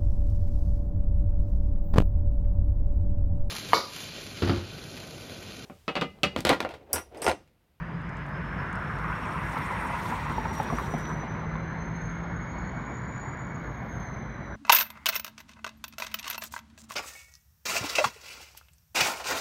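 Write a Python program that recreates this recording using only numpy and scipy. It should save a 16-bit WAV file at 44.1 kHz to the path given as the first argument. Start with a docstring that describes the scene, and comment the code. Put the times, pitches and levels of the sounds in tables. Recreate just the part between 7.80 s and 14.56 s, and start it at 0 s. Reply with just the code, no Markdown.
"""A diesel locomotive throbs across a yard at night and revs up: uneven cylinders chug through the
exhaust stack over rumble and fan roar, while the turbocharger's blades whistle higher and higher.
A car passes close on a wet road. Its tread roars, throws spray and ticks with grit, then the tyres
knock over the rails of the crossing. The car recedes and the engine eases off under a faint hum."""
import sys
import numpy as np
from scipy import signal
from scipy.fft import rfft, irfft, next_fast_len
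from scipy.io import wavfile
from scipy.ndimage import uniform_filter1d, map_coordinates

SR = 44100
rng = np.random.default_rng(int(sys.argv[2]) if len(sys.argv) > 2 else 0)


def int16_out(signal):
    """Quantize to a 16-bit WAV file."""
    q = np.round(np.clip(np.atleast_2d(signal).T, -1, 1) * 32767)
    wavfile.write(sys.argv[1], SR, q.astype(np.int16))


N = 298116
TIME = np.arange(N) / SR


def amp(db):
    """Gain of a level in dB."""
    return 10 ** (np.asarray(db) / 20)


def unit(x):
    """x at rms 1."""
    return x / np.sqrt(np.mean(np.abs(x) ** 2) + 1e-20)


def curves(rows):
    """Breakpoints to envelopes: one for each column after the time."""
    times, *columns = np.transpose(rows)
    return [np.interp(TIME, times, column) for column in columns]


def wobble(rate):
    """A smooth random curve, rate knots a second."""
    coarse = TIME[::32]
    knots = rng.standard_normal(int(N * rate / SR) + 4)
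    return np.interp(TIME, coarse, map_coordinates(knots, [coarse * rate]))


def filtered(x, response):
    """x through an EQ given as gain against frequency."""
    size = next_fast_len(N + 8192)
    return irfft(rfft(x, size) * response(np.fft.rfftfreq(size, 1 / SR)), size)[..., :N]


def rush(spectrum, patchy_db, source=None, patch=(5, 10)):
    """Coloured noise of rms 1 with random gain in patches of (bins, frames)."""
    cells = signal.stft(rng.standard_normal(N) if source is None else source, nperseg=512)[2]
    field = uniform_filter1d(rng.standard_normal(cells.shape), patch[0], 0)
    field = uniform_filter1d(field, patch[1], 1)
    mottled = signal.istft(cells * amp(patchy_db * unit(field)), nperseg=512)[1][:N]
    eq_hz, eq_db = np.transpose(spectrum)
    return unit(filtered(mottled, lambda hz: amp(np.interp(np.log(hz + 1), np.log(eq_hz), eq_db))))


def fuzzy_tone(hz, width_hz, steady=0, order=2):
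    """A band of noise around a held or gliding pitch, plus a steady share of pure tone; rms 1."""
    drift = filtered(rng.standard_normal((2, N)), lambda f: 1 / (1 + (2 * f / width_hz) ** order))
    envelope = steady + unit(drift[0] + 1j * drift[1])
    phase = 2 * np.pi * np.cumsum(np.broadcast_to(hz, N)) / SR
    return unit(np.real(envelope * np.exp(1j * phase)))


def band_burst(count, hz, half_width_hz):
    """A short noise of rms 1 in a band around hz."""
    f = np.fft.rfftfreq(count, 1 / SR)
    return unit(irfft(rfft(rng.standard_normal(count)) / (1 + ((f - hz) / half_width_hz) ** 4), count))


def hum():
    """A faint falling hum creeps in at the end."""
    # the hum's glide: time_s, pitch_hz, level_db
    glide = [(6.4, 583, -79), (6.55, 575, -50), (6.76, 561, -54)]
    hz, level_db = curves([(0, 680, -120)] + glide)
    return amp(level_db) * fuzzy_tone(hz, width_hz=8.1, steady=.9)


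def drone():
    """A low, wavering note beside the exhaust that drops back as the car leaves."""
    # the note's course: time_s, pitch_hz, level_db
    course = [(0, 166, -41.5), (.3, 166, -39.5), (.6, 163, -50), (1.3, 162, -45.5), (1.9, 160, -51),
              (2.4, 158, -44.5), (2.95, 162, -45), (3.3, 160, -51), (3.7, 160, -60.5), (6.76, 165, -59.5)]
    hz, level_db = curves(course)
    return amp(level_db) * fuzzy_tone(hz, width_hz=20, steady=.4)


def rumble_and_fans():
    """Low rumble of engine and wagons, and the broad roar of fans and intake."""
    # faders of the two beds: time_s, rumble_db, fan_db
    levels = [(0, -41.5, -46), (1, -37.5, -41.5), (2, -38.5, -51), (2.9, -36.5, -39.5), (3.5, -39, -38),
              (4, -38.5, -39.5), (4.5, -38.5, -39), (5, -38.5, -38.5), (5.5, -40, -39.5), (6.76, -39, -41)]
    # colour of the rumble: frequency_hz, relative_db
    rumble_eq = [(20, -34), (30, -37), (50, 2.5), (70, -2.5), (90, -4.5), (120, -6), (145, -5), (170, -5.5),
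                 (200, -6.5), (280, -12), (400, -19), (800, -72.5)]
    # colour of the fans: frequency_hz, relative_db
    fan_eq = [(150, 3.5), (300, -1.5), (450, -2), (600, -1.5), (820, -2), (980, 1), (1080, -0.5),
              (1250, -2.5), (1450, -1.5), (1620, -1.5), (1850, -4), (2200, -6.5), (2400, -15), (2600, -27),
              (3300, -25), (4000, -27.5), (4500, -34.5), (5000, -38.5), (6500, -34), (7500, -60.5),
              (9500, -56), (12000, -53), (16000, -56)]
    rumble_db, fan_db = curves(levels)
    rumble = amp(rumble_db + .15 * wobble(12)) * rush(rumble_eq, patchy_db=.25)
    fans = amp(fan_db + .16 * wobble(13)) * rush(fan_eq, patchy_db=1.58)
    return rumble + fans


def turbocharger():
    """Blade tones glide together; the long path through moving air makes them flutter."""
    # main whistle: time_s, pitch_hz, level_db
    whistle = [(0, 4835, -76), (.4, 5080, -72), (.64, 5230, -70), (.9, 5360, -71), (1.3, 5480, -65),
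               (1.55, 5580, -68), (1.84, 5540, -65), (2.2, 5600, -66), (2.38, 5620, -67), (2.52, 5680, -62),
               (2.66, 5705, -55.5), (2.85, 5730, -56.5), (3.05, 5855, -57), (3.27, 5920, -52.5),
               (3.42, 6010, -61), (3.7, 6140, -62), (4.0, 6290, -63), (4.29, 6410, -57.5), (4.5, 6530, -62),
               (5.1, 6778, -59), (5.3, 6845, -59), (5.47, 6862, -56), (5.62, 6830, -61),
               (5.78, 6670, -62.5), (6.05, 6500, -63), (6.33, 6230, -57.5), (6.55, 6080, -66.5),
               (6.76, 5945, -61.5)]
    # other blade tones: ratio_to_whistle, width_hz
    blades = [(.655, 56), (.332, 50), (2, 200)]
    # their faders: time_s, first_db, second_db, third_db
    blade_levels = [(0, -87.5, -75, -105), (2.6, -71, -62, -95), (3.3, -69, -58, -100),
                    (3.8, -69, -56, -99), (4.2, -68.5, -64, -99), (4.4, -76, -55, -98),
                    (4.7, -76, -56.5, -99), (4.85, -67, -57, -96), (5.05, -77, -54.5, -94),
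                    (5.4, -75, -61, -91), (5.75, -75, -56.5, -85), (5.92, -75, -59, -83),
                    (6.2, -75, -63, -79), (6.38, -72.5, -60, -89), (6.5, -68, -62, -102),
                    (6.76, -73, -67, -104)]
    hz, whistle_db = curves(whistle)
    out = amp(whistle_db + 1.6 * wobble(30)) * fuzzy_tone(hz, width_hz=92, steady=.45)
    for (ratio, width_hz), level_db in zip(blades, curves(blade_levels)):
        out += amp(level_db + wobble(25)) * fuzzy_tone(ratio * hz, width_hz, steady=.9)
    return out


def exhaust():
    """Uneven cylinders sound multiples of the cycle rate; the lesser ones swell at stack resonances."""
    # engine speed: time_s, cycle_hz
    revs = [(0, 5.55), (.5, 5.854), (1, 6.069), (1.5, 6.208), (2.5, 6.265), (3, 6.401), (3.5, 6.596),
            (5.5, 7.59), (6, 7.5), (6.4, 7.2), (6.76, 7.03)]
    # two leading harmonics: time_s, order_24_db, order_9_db
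    lead_levels = [(0, -47.5, -54), (.6, -42, -48), (1.5, -50, -50), (2.0, -59, -52), (2.4, -48, -46),
                   (2.7, -48, -46), (3.1, -38, -50), (3.4, -41, -49), (3.7, -37, -54.5), (4.1, -38, -51.5),
                   (4.55, -37.5, -50), (4.9, -47, -50), (5.6, -60, -60), (6.76, -63, -57)]
    # lesser harmonics: multiple_of_cycle_rate
    orders = [7, 8, 10, 12, 13, 15, 16, 17, 18, 20, 21, 22, 23, 25, 26, 27, 28, 29, 30, 32]
    # their strength before the stack: level_db
    order_levels = [-55, -53.5, -54, -56.5, -53.5, -45.5, -46.5, -47, -48.5, -59.5, -53.5, -52.5, -56.5,
                    -55, -51.5, -48.5, -57.5, -46.5, -48, -43]
    # what the exhaust stack passes: frequency_hz, gain_db
    stack = [(38, -18.5), (53, -1), (65, -6), (92, -11.5), (125, -1.5), (155, 1), (185, -9), (240, -15)]
    cycle_hz, = curves(revs)
    main_db, low_db = curves(lead_levels)
    stack_hz, stack_db = np.transpose(stack)
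    phase = 2 * np.pi * (np.cumsum(cycle_hz) / SR - .83)  # first chug falls .83 of a cycle in
    out = amp(main_db + .6 * wobble(5)) * np.sin(24 * phase) + amp(low_db) * np.sin(9 * phase)
    for order, db in zip(orders, order_levels):
        level_db = db + np.interp(order * cycle_hz, stack_hz, stack_db) + 1.4 * wobble(2.51)
        offset = rng.normal(0, 1.25)  # loosely in step: the sum chugs once a cycle
        out += amp(level_db) * np.sin(order * phase + offset)
    return np.sqrt(2) * out


def passing(part):
    """Level in dB of a part of the car's sound, peaking as that part faces the listener."""
    # pass-by of each part: peak_s, peak_db, coming_s, going_s, loss_db_per_decade of distance
    parts = { "roar": (2.0, -35.5, 1.16, 0.83, 32), "upper song": (1.06, -40, 0.5, 0.63, 42),
             "groove song": (2, -37.5, 0.67, 1.14, 55), "side band": (2.0, -42.5, .5, 0.46, 54),
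             "deck": (3, -46, 0.5, .5, 47), "spray": (1.93, -56, .5, 1.8, 39.5),
             "bright spray": (2, -62, 0.46, 0.28, 45), "sizzle": (2.5, -60, .5, .5, 46), }
    peak_s, peak_db, coming_s, going_s, loss_db = parts[part]
    along = (TIME - peak_s) / np.where(TIME < peak_s, coming_s, going_s)
    return peak_db - loss_db * np.log10(np.hypot(1, along))


def wetness():
    """Level in dB of the spray outside puddles; it dies as the car leaves the wet stretch."""
    dry_s, fall_db_per_s = 3.28, 73
    return passing("spray") - fall_db_per_s * np.maximum(TIME - dry_s, 0)


def spray():
    """The tread throws clumps of uneven drops, thicker in puddles; a bright band crests as it passes."""
    # spray from puddles: start_s, rise_s, level_db, hold_s
    puddles = [(1.403, 0.44, -61, .3), (2.168, 0.09, -50.5, 0.056), (2.725, .01, -55, .38)]
    # colour of the drops: frequency_hz, relative_db
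    water_eq = [(2000, -5), (3500, 3.5), (4700, -4.5), (6200, -3.5), (7500, -5.5), (9000, -4.5),
                (10300, -11), (12000, -9), (15800, -14.5)]
    sag_db_per_s, drain_db_per_s = 5.8, 130
    power = amp(wetness()) ** 2
    for start_s, rise_s, db, hold_s in puddles:
        age = TIME - start_s
        level_db = db - sag_db_per_s * age - drain_db_per_s * np.maximum(age - rise_s - hold_s, 0)
        power += np.clip(age / rise_s, 0, 1) * amp(level_db) ** 2
    size_db = np.minimum(2.5 * rng.exponential(size=N), 21)
    drops = rng.standard_normal(N) * amp(size_db + wobble(50) + .98 * wobble(9))
    bright = amp(passing("bright spray") + 1.5 * wobble(25)) * fuzzy_tone(9200, width_hz=2000, order=4)
    return bright + np.sqrt(power) * rush(water_eq, patchy_db=2.5, source=drops, patch=(30, 4))


def grit_and_splashes():
    """Each tick or splash is a dying burst of treble noise; finer grit falls at random."""
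    # single splashes: start_s, level_db, t60_s
    splashes = [(2.52, -52, .03), (2.729, -54, .1), (2.781, -48.5, .06), (2.829, -48, .066),
                (2.9, -56, .05), (2.95, -53.5, .06), (2.984, -47.5, 0.041), (3.04, -55.5, 0.064),
                (3.09, -62, .035), (3.181, -54, 0.11), (3.254, -59, 0.03), (3.29, -62, 0.037),
                (3.339, -63, 0.037)]
    # ticks of coarse grit: start_s, level_db, centre_hz
    ticks = [(.216, -65, 7950), (.292, -54, 6000), (.368, -53, 6460), (.463, -59, 7300), (.487, -62, 12400),
             (.928, -48, 7600), (.955, -49, 7500), (1.184, -53, 7460), (1.186, -49, 4830),
             (1.239, -52, 4000), (1.36, -59, 8000), (1.455, -50, 6800), (1.535, -55, 7990),
             (1.695, -50.5, 8000), (1.75, -52, 4500), (1.778, -43, 3500), (1.786, -46, 11400),
             (2.4975, -43, 3500), (3.105, -52, 8000), (3.145, -54, 7990), (3.254, -41, 3200),
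             (3.552, -46, 2000), (3.755, -46, 3120)]
    tick_t60_s, tick_spread, fine_per_s = .019, .33, 70  # spread: half width over centre
    out, t = np.zeros(N + SR), np.arange(4096) / SR
    wet_db = wetness()
    bursts = [(start_s, db, 8000, 6500, t60_s) for start_s, db, t60_s in splashes]
    bursts += [(start_s, db, hz, tick_spread * hz, tick_t60_s) for start_s, db, hz in ticks]
    # fine grit rides on the spray level: 100 chances a second for 4 s
    for start_s, chance, strength, octave in rng.random((400, 4)) * [4, 100, 1, 1]:
        if chance < fine_per_s:
            db = wet_db[int(start_s * SR)] - 3 + 7 * strength
            hz = 8000 * 2 ** (octave - .5)
            bursts.append((start_s, db, hz, 2 * tick_spread * hz, tick_t60_s / 2))
    for start_s, db, hz, half_width_hz, t60_s in bursts:
        envelope = amp(db - 60 * t / t60_s) * (1 - np.exp(-t / .00068))
        out[round(start_s * SR):][:len(t)] += envelope * band_burst(len(t), hz, half_width_hz)
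    return out[:N]


def sinking(coming_hz, going_hz, middle_s, half_length_s):
    """A pitch that slides from its coming to its going value."""
    slide = np.tanh((TIME - middle_s) / half_length_s)
    return (coming_hz + going_hz) / 2 - (coming_hz - going_hz) / 2 * slide


def tyre_roar():
    """Tread noise, two sinking groove resonances, a side band, sizzle and the drumming crossing deck."""
    upper_hz = sinking(1616, 1330, middle_s=.93, half_length_s=.35)
    groove_hz = sinking(1005.4, 929, middle_s=2.1, half_length_s=.4)
    upper = amp(passing("upper song") + .49 * wobble(11)) * fuzzy_tone(upper_hz, width_hz=530)
    groove = amp(passing("groove song") + 1.4 * wobble(15)) * fuzzy_tone(groove_hz, width_hz=230)
    side = amp(passing("side band") + .69 * wobble(13)) * fuzzy_tone(2000, width_hz=440)
    sizzle = amp(passing("sizzle") + 1.7 * wobble(30)) * fuzzy_tone(3800, width_hz=1700, order=4)
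    deck = amp(passing("deck") + 2.2 * wobble(20)) * fuzzy_tone(400, width_hz=220)
    # colour of the tread noise: frequency_hz, relative_db
    tread_eq = [(150, -9.5), (250, -6.5), (500, -6), (800, -5), (1000, 0.5), (1500, -2.5), (2100, -7.5),
                (2800, -15.5), (4000, -32), (6000, -38), (9000, -55)]
    tread = amp(passing("roar") + .51 * wobble(8.3)) * rush(tread_eq, patchy_db=2)
    return tread + upper + groove + side + sizzle + deck


def rail_knocks():
    """Each blow rings the tyre briefly, rattles it and thumps the body; ground and walls answer."""
    # tyres on joints and rails: start_s, ring_db, ring_hz, thump_db, contact_s
    blows = [(1.244, -26, 1170, -43, 0.0065), (1.302, -26, 1060, -51, .002),
             (1.328, -25.5, 1500, -45, 0.0027), (1.769, -20.5, 960, -30, 0.0058),
             (2.012, -32, 706, -38, 0.0032), (2.314, -24, 983, -35, 0.0032), (2.325, -26, 895, -34, 0.0023),
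             (2.4974, -24.5, 1070, -26, 0.00097), (2.5813, -18.5, 890, -24.5, 0.0064),
             (2.654, -22.5, 930, -23, 0.016), (2.714, -27, 896, -33, .006), (2.8, -17, 850, -31, 0.0034),
             (2.814, -28, 895, -40, 0.0022), (2.9012, -23, 1128, -30, 0.0036),
             (2.926, -24, 708, -18, 0.0076), (2.9845, -19, 1160, -42, 0.0023),
             (2.995, -26, 1130, -42, 0.0043), (3.139, -21, 704, -18.5, 0.0066),
             (3.301, -29.5, 1017, -26, .007), (3.315, -33, 1010, -30, 0.0033),
             (3.433, -28.5, 690, -31, 0.0044), (3.634, -33, 745, -43, 0.0023),
             (3.7547, -28, 1080, -31, 0.0021)]
    # modes of the car's body: pitch_hz, relative_db, t60_s
    body_modes = [(252, -0.5, 0.076), (165.5, -1, .09)]
    ring_t60_s, damping_t60_s = .07, .022  # the damping adds to the decay once contact ends
    out, t = np.zeros(N + SR), np.arange(4096) / SR
    for start_s, ring_db, hz, thump_db, contact_s in blows:
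        ring = -np.sin(2 * np.pi * hz * t) + .22 * band_burst(len(t), hz, half_width_hz=400)
        ring *= amp(-60 * t / ring_t60_s - 60 * np.maximum(t - contact_s, 0) / damping_t60_s)
        ring *= 1 - np.exp(-t / .0005)
        crack = .39 * amp(-60 * t / .013) * band_burst(len(t), 1.58 * hz, half_width_hz=660)
        body = sum(amp(db - 60 * t / t60_s) * np.sin(2 * np.pi * mode_hz * rng.uniform(.89, 1.05) * t)
                   for mode_hz, db, t60_s in body_modes)
        body += .48 * amp(-60 * t / .064) * band_burst(len(t), 400, half_width_hz=130)
        thump = amp(thump_db - 3) * body * (1 - np.exp(-t / .0033))
        out[round(start_s * SR):][:len(t)] += amp(ring_db) * (ring + crack) + thump
    tail = rng.standard_normal(len(t)) * amp(-60 * t / .043)
    delayed = np.pad(out, (300, 0))  # about 7 ms of pre-delay
    echoes = amp(-12) * signal.fftconvolve(delayed, tail / np.linalg.norm(tail))
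    # rubber contact has no treble
    return filtered(out[:N] + echoes[:N], lambda hz: 1 / (1 + (hz / 3000) ** 6))


def scene():
    """Locomotive far, car near, in mono."""
    far = exhaust() + rumble_and_fans() + turbocharger() + hum() + drone()
    near = tyre_roar() + spray() + grit_and_splashes() + rail_knocks()
    return (far + near)[None]


def record(dry):
    """The microphone drops the deepest bass and all above its band limit; the end fades quickly."""
    low_cut_hz, top_hz, fade_s = 33, 15800, .008
    fade = np.sin(np.pi / 2 * np.clip(TIME[::-1] / fade_s, 0, 1))
    return filtered(dry * fade, lambda hz: (hz < top_hz) * hz ** 4 / (hz ** 4 + low_cut_hz ** 4))


dry = scene()
out = record(dry)
int16_out(out)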